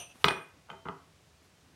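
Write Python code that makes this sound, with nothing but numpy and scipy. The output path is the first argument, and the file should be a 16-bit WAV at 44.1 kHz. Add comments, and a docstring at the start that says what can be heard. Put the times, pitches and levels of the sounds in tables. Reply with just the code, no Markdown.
"""A quiet room with a hard floor, one small microphone near a huddle of drinking glasses.
A faint jingle dies away, then one glass is set down with a sharp clack: its thick base rings briefly,
its thin wall rings on and the floor thuds. It grazes its neighbour and rocks onto its base over grit.
Two softer knocks and short scrapes follow as it is nudged into place. The room answers briefly;
hands and knees bump softly and sleeves rustle now and then."""
import sys
import numpy as np
from scipy import signal
from scipy.fft import rfft, irfft, next_fast_len
from scipy.io import wavfile

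SR = 44100
rng = np.random.default_rng(int(sys.argv[2]) if len(sys.argv) > 2 else 0)


def master(y):
    """Save y as 16-bit WAV."""
    cut = np.clip(np.atleast_2d(y).T, -1, 1)
    pcm = np.round(cut * 32767)  # scale
    wavfile.write(sys.argv[1], SR, pcm.astype(np.int16))


N = 77175
AGE = np.arange(int(.6 * SR)) / SR  # seconds since a contact

# the glass's thick base, damped by the floor: pitch_hz, level_db, t60_s
BASE_MODES = [(391.5, -30.5, 0.11), (470, -22.5, 0.027), (674, -21.5, 0.022), (895, -13, 0.014),
              (1277.6, -8, 0.017), (1510, -14, .02), (2027, -15.5, .016), (2565, -20, .014),
              (2990, -9.5, 0.011), (3360, -8.5, 0.0081), (3890, -23, 0.0089), (4950, -27.5, 0.0029)]
# its thin wall, where a close pair of modes beats: pitch_hz, level_db, t60_s
WALL_MODES = [(2483, 1, 0.25), (2456, -5.5, 0.41), (5835, -17.5, 0.19), (8803, -32.5, .4),
              (11400, -53.5, 0.73)]


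def amp(db):
    """Decibels to gain."""
    return 10 ** (np.asarray(db) / 20)


def fade(t, t60):
    """Exponential decay, 60 dB down after t60 seconds."""
    return amp(-60 * t / np.maximum(t60, 1e-4))


def along(points, hz):
    """Interpolate (frequency, value) points on a log frequency axis."""
    freqs, values = np.transpose(points)
    return np.interp(np.log(hz + 1), np.log(freqs + 1), values)


def filtered(x, response):
    """Filter x by a gain given as a function of frequency."""
    size = next_fast_len(2 * len(x))
    return irfft(rfft(x, size) * response(np.fft.rfftfreq(size, 1 / SR)), size)[:len(x)]


def noise(spectrum, size):
    """Coloured noise of rms 1."""
    x = filtered(rng.standard_normal(size), lambda hz: amp(along(spectrum, hz)))
    return x / x.std()


def swells(rows, spectrum):
    """Noise that rises and falls in a bell curve for each row of time_s, level_db, width_s."""
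    t = np.arange(N) / SR
    envelope = sum(amp(db) * np.exp(-.5 * ((t - s) / width) ** 2) for s, db, width in rows)
    return noise(spectrum, N) * envelope


def impulses(per_s, length_s):
    """A short run of tiny impacts, random in time and strength."""
    hits = rng.random(len(AGE)) < per_s / SR
    return hits * rng.standard_normal(len(AGE)) * (AGE < length_s)


def ring(modes, tilt_db=0, scatter_db=0):
    """Damped modes that waver slightly in pitch, tilted by tilt_db per octave above the first."""
    attack_s, waver_share = 0.000087, 0.0018
    out = np.zeros(len(AGE))
    for hz, db, t60 in modes:
        level_db = db + tilt_db * np.log2(hz / modes[0][0]) + scatter_db * rng.standard_normal()
        drift = np.interp(AGE * 100, np.arange(64), rng.standard_normal(64))
        turns = rng.random() + np.cumsum(hz * (1 + waver_share * drift)) / SR
        out += amp(level_db) * fade(AGE, t60) * np.sin(2 * np.pi * turns)
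    return out * (1 - np.exp(-AGE / attack_s))


def soften(sound, hardness_hz):
    """A contact passes little treble above its hardness."""
    return signal.sosfilt(signal.butter(4, min(hardness_hz, SR / 3), fs=SR, output="sos"), sound)


def add(track, start_s, sound):
    """Lay a sound into the track."""
    part = track[max(0, round(start_s * SR)):][:len(sound)]
    part += sound[:len(part)]


def room_tone(level_db=-62.5):
    """The still room: a faint, steady rumble with a little hiss."""
    # room tone spectrum: freq_hz, level_db
    air = [(25, -16), (45, -4.5), (85, 2.5), (120, -6), (160, -2), (230, -11.5), (400, -11.5), (1000, -17),
           (2400, -19), (6000, -23), (9000, -27.5), (15500, -38.5)]
    return amp(level_db) * noise(air, N)


def in_room(sound, delay_s=0.0013, build_s=.006):
    """The direct sound at the microphone, its diffuse echo and the room's low standing waves."""
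    # decay of the echo: freq_hz, t60_s
    echo_decay = [(100, 0.25), (400, 0.36), (800, 0.41), (1300, 0.35), (1700, 0.42), (2500, 0.44),
                  (5000, 0.23), (12000, 0.38)]
    # colour of the echo: freq_hz, level_db
    echo_colour = [(70, -5.5), (160, -6), (400, -3), (700, -4), (1200, -3.5), (2000, -6.5), (3200, -12.5),
                   (6000, -6.5), (12000, -10.5)]
    # standing waves: pitch_hz, level_db, t60_s
    standing_waves = [(157.9, -60, .42), (273, -62, 0.53), (357, -57, .45), (398, -52, 0.19),
                      (467, -60, .2), (659, -54, 0.4), (825, -53.5, .25), (982, -58, 0.36),
                      (1110, -55.5, 0.51), (1269, -63.5, .3), (1279, -60, 0.094)]
    hz, t, bands = signal.stft(rng.standard_normal(len(AGE)), SR, nperseg=256)
    t60 = along(echo_decay, hz)[:, None]
    unit_energy = np.sqrt(2 * np.log(1000) / (SR * t60))
    gain = amp(along(echo_colour, hz))[:, None] * unit_energy
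    echo = signal.istft(bands * gain * fade(t, t60), SR, nperseg=256)[1][:len(AGE)]
    tail = echo * np.clip((AGE - delay_s) / build_s, 0, 1) + ring(standing_waves)
    return sound + signal.fftconvolve(sound, tail)[:len(sound)]


def sleeves():
    """Cloth rustles in brief, faint swells."""
    # sleeve movements: time_s, level_db, width_s
    rustles = [(.165, -64, 0.019), (.22, -60.5, 0.021), (1.45, -72.5, 0.023), (1.67, -86, 0.031)]
    # cloth spectrum: freq_hz, level_db
    cloth = [(200, -10), (1000, 8), (3000, 1.5), (7000, -3.5), (11000, 0.5), (15500, -17.5)]
    return swells(rustles, cloth)


def hands_and_knees():
    """Hands and knees make soft, dull bumps."""
    # bumps: time_s, level_db, width_s
    bumps = [(.156, -50.5, 0.0054), (.575, -63.5, 0.019), (1.2, -66, 0.0099), (1.425, -60, 0.0052),
             (1.665, -63.5, .022), (1.735, -62.5, 0.025)]
    # bump spectrum: freq_hz, level_db
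    bump_colour = [(30, 5), (80, -2), (160, -9), (260, 3.5), (400, -18.5), (1200, -16), (3000, -28),
                   (12000, -50)]
    return swells(bumps, bump_colour)


def jingle(chatter_db=-42, chatter_t60_s=0.26, rub_width_s=0.0079):
    """The huddled glasses ring faintly while their rims chatter to rest."""
    # the glasses ringing together: pitch_hz, level_db, t60_s
    huddle_modes = [(700, -2.5, .15), (1223, -11.5, 0.19), (2390, -4, .22), (2604, -4.5, .25),
                    (2810, -16, .2), (2985, -10, 0.11), (5850, -7.5, .17), (6024, 3.5, .18),
                    (6288, -2.5, .17), (8812, 0.5, 0.29), (8920, -6, .2), (10330, -6, 0.2),
                    (11400, -5, 0.2)]
    # their contacts: start_s, level_db
    contacts = [(.001, -51), (0.016, -59)]
    # spectrum of rubbing rims: freq_hz, level_db
    chatter = [(300, -10.5), (700, -2), (1800, -13.5), (2300, -14), (2600, 6), (3100, -0.5), (4000, -14.5),
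               (5200, -26.5), (6000, 1.5), (7200, -24.5), (10500, -17), (11600, -19.5), (13000, -33.5)]
    # brief rim rubs: time_s, level_db
    rubs = [(0.102, -58), (0.121, -59), (0.217, -62.5)]
    out = swells([(s, db, rub_width_s) for s, db in rubs], chatter)
    add(out, 0, amp(chatter_db) * noise(chatter, len(AGE)) * fade(AGE, chatter_t60_s))
    for start_s, db in contacts:
        add(out, start_s, in_room(amp(db) * ring(huddle_modes, scatter_db=1.5)))
    return out


def crunch(start_s=0.26, level_db=-56, grains_per_s=1500):
    """Grit crunches under the glass while it rocks."""
    # grit spectrum: freq_hz, level_db
    grit_colour = [(3000, -15), (6000, 1), (9000, -4.5), (13000, -2.5), (15500, -9.5)]
    out = np.zeros(N)
    grains = impulses(grains_per_s, length_s=0.068) * np.sqrt(SR / grains_per_s)
    grit = filtered(grains, lambda hz: amp(along(grit_colour, hz)))
    add(out, start_s, in_room(amp(level_db) * grit))
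    return out


def scrapes(slips_per_s=1600, hardness_hz=1686):
    """Dense little slips ring the base while the glass slides on the floor."""
    # slides: start_s, length_s, level_db
    slides = [(0.685, 0.018, -52), (0.727, 0.019, -49), (0.851, 0.048, -43)]
    # body of the scrape: freq_hz, gain_db
    body = [(100, -30), (260, -12), (370, 1.5), (550, 0), (900, -2.5), (1300, -6.5), (2000, -1.5)]
    out = np.zeros(N)
    for start_s, length_s, db in slides:
        slips = impulses(slips_per_s, length_s)
        base = signal.fftconvolve(slips, ring(BASE_MODES))[:len(AGE)]
        rub = filtered(soften(base, hardness_hz), lambda hz: amp(along(body, hz)))
        rms = np.sqrt((np.sum(rub ** 2) + 1e-12) / (length_s * SR))
        add(out, start_s, in_room(amp(db) * rub / rms))
    return out


def grazes(tick_t60_s=0.016):
    """Glass on glass: a graze ticks and favours the high wall modes; a touch rings the neighbour."""
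    # rim grazes: start_s, tick_db, wall_db
    rim_contacts = [(0.2456, -58.5, -45.5), (.2516, -33, -42), (.2575, -40, -38.5), (0.716, -66, -90)]
    # tick spectrum: freq_hz, level_db
    tick_colour = [(500, -19.5), (3000, -3), (6000, 0), (10000, -7), (15500, -6.5)]
    # the neighbouring glass: pitch_hz, level_db, t60_s
    neighbour_modes = [(3106, 6.5, 0.058), (3114, -13, 0.88), (6800, -21, 0.21)]
    # touches on it: start_s, level_db
    touches = [(0.7002, -47.5)]
    out = np.zeros(N)
    for start_s, tick_db, wall_db in rim_contacts:
        tick = amp(tick_db) * noise(tick_colour, len(AGE)) * fade(AGE, tick_t60_s)
        wall = amp(wall_db) * ring(WALL_MODES, tilt_db=12.5)
        add(out, start_s, in_room(tick + wall))
    for start_s, db in touches:
        add(out, start_s, in_room(amp(db) * ring(neighbour_modes)))
    return out


def knocks(snap_t60_s=0.02, thud_rise_s=0.001):
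    """The base lands with a snap and a clack, duller if soft; the floor thuds and the wall rings on."""
    # base on floor: start_s, clack_db, hardness_hz, thud_db, wall_db, snap_db
    landings = [(.2432, 0.5, 4340, -27.5, -60.5, -22), (0.2579, -42, 2000, -29.5, -56, -59),
                (0.2835, -7, 4600, -42, -32, -31), (.2865, -17.5, 3460, -44, -36, -29),
                (0.308, -9.5, 1900, -34, -80, -40.5), (0.7019, -26, 2830, -47, -61.5, -55.5),
                (0.7145, -27, 1700, -45, -83, -60.5), (0.8574, -28, 1580, -39.5, -87, -80),
                (0.8858, -20, 2170, -35, -68, -56.5)]
    # snap of a hard contact: freq_hz, level_db
    snap_colour = [(1000, -13.5), (4000, 11), (7000, -6), (8800, -2.5), (10500, -4.5), (15000, -29)]
    # low thud of the floor: pitch_hz, level_db, t60_s
    floor_modes = [(75, -14.5, .12), (125, -9.5, 0.024), (158, -1, .08), (205, -2.5, 0.051),
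                   (279, -11, .09)]
    out = np.zeros(N)
    for start_s, clack_db, hardness_hz, thud_db, wall_db, snap_db in landings:
        clack = amp(clack_db) * soften(ring(BASE_MODES, scatter_db=2.5), hardness_hz)
        snap = amp(snap_db) * noise(snap_colour, len(AGE)) * fade(AGE, snap_t60_s)
        thud = amp(thud_db) * ring(floor_modes) * (1 - np.exp(-AGE / thud_rise_s))
        wall = amp(wall_db) * ring(WALL_MODES)
        add(out, start_s, in_room(clack + snap + thud + wall))
    return out


def scene():
    """Glasses in front, small movements and room tone behind, in mono."""
    glasses = knocks() + crunch() + scrapes() + grazes() + jingle()
    return (glasses + hands_and_knees() + sleeves() + room_tone())[None]


def record(dry):
    """The small microphone drops the deep bass and the very top of the treble."""
    low_cut_hz, top_hz = 65, 15900
    thin = signal.sosfilt(signal.butter(4, low_cut_hz, "high", fs=SR, output="sos"), dry[0])
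    return filtered(thin, lambda hz: hz < top_hz)[None]


dry = scene()
out = record(dry)
master(out)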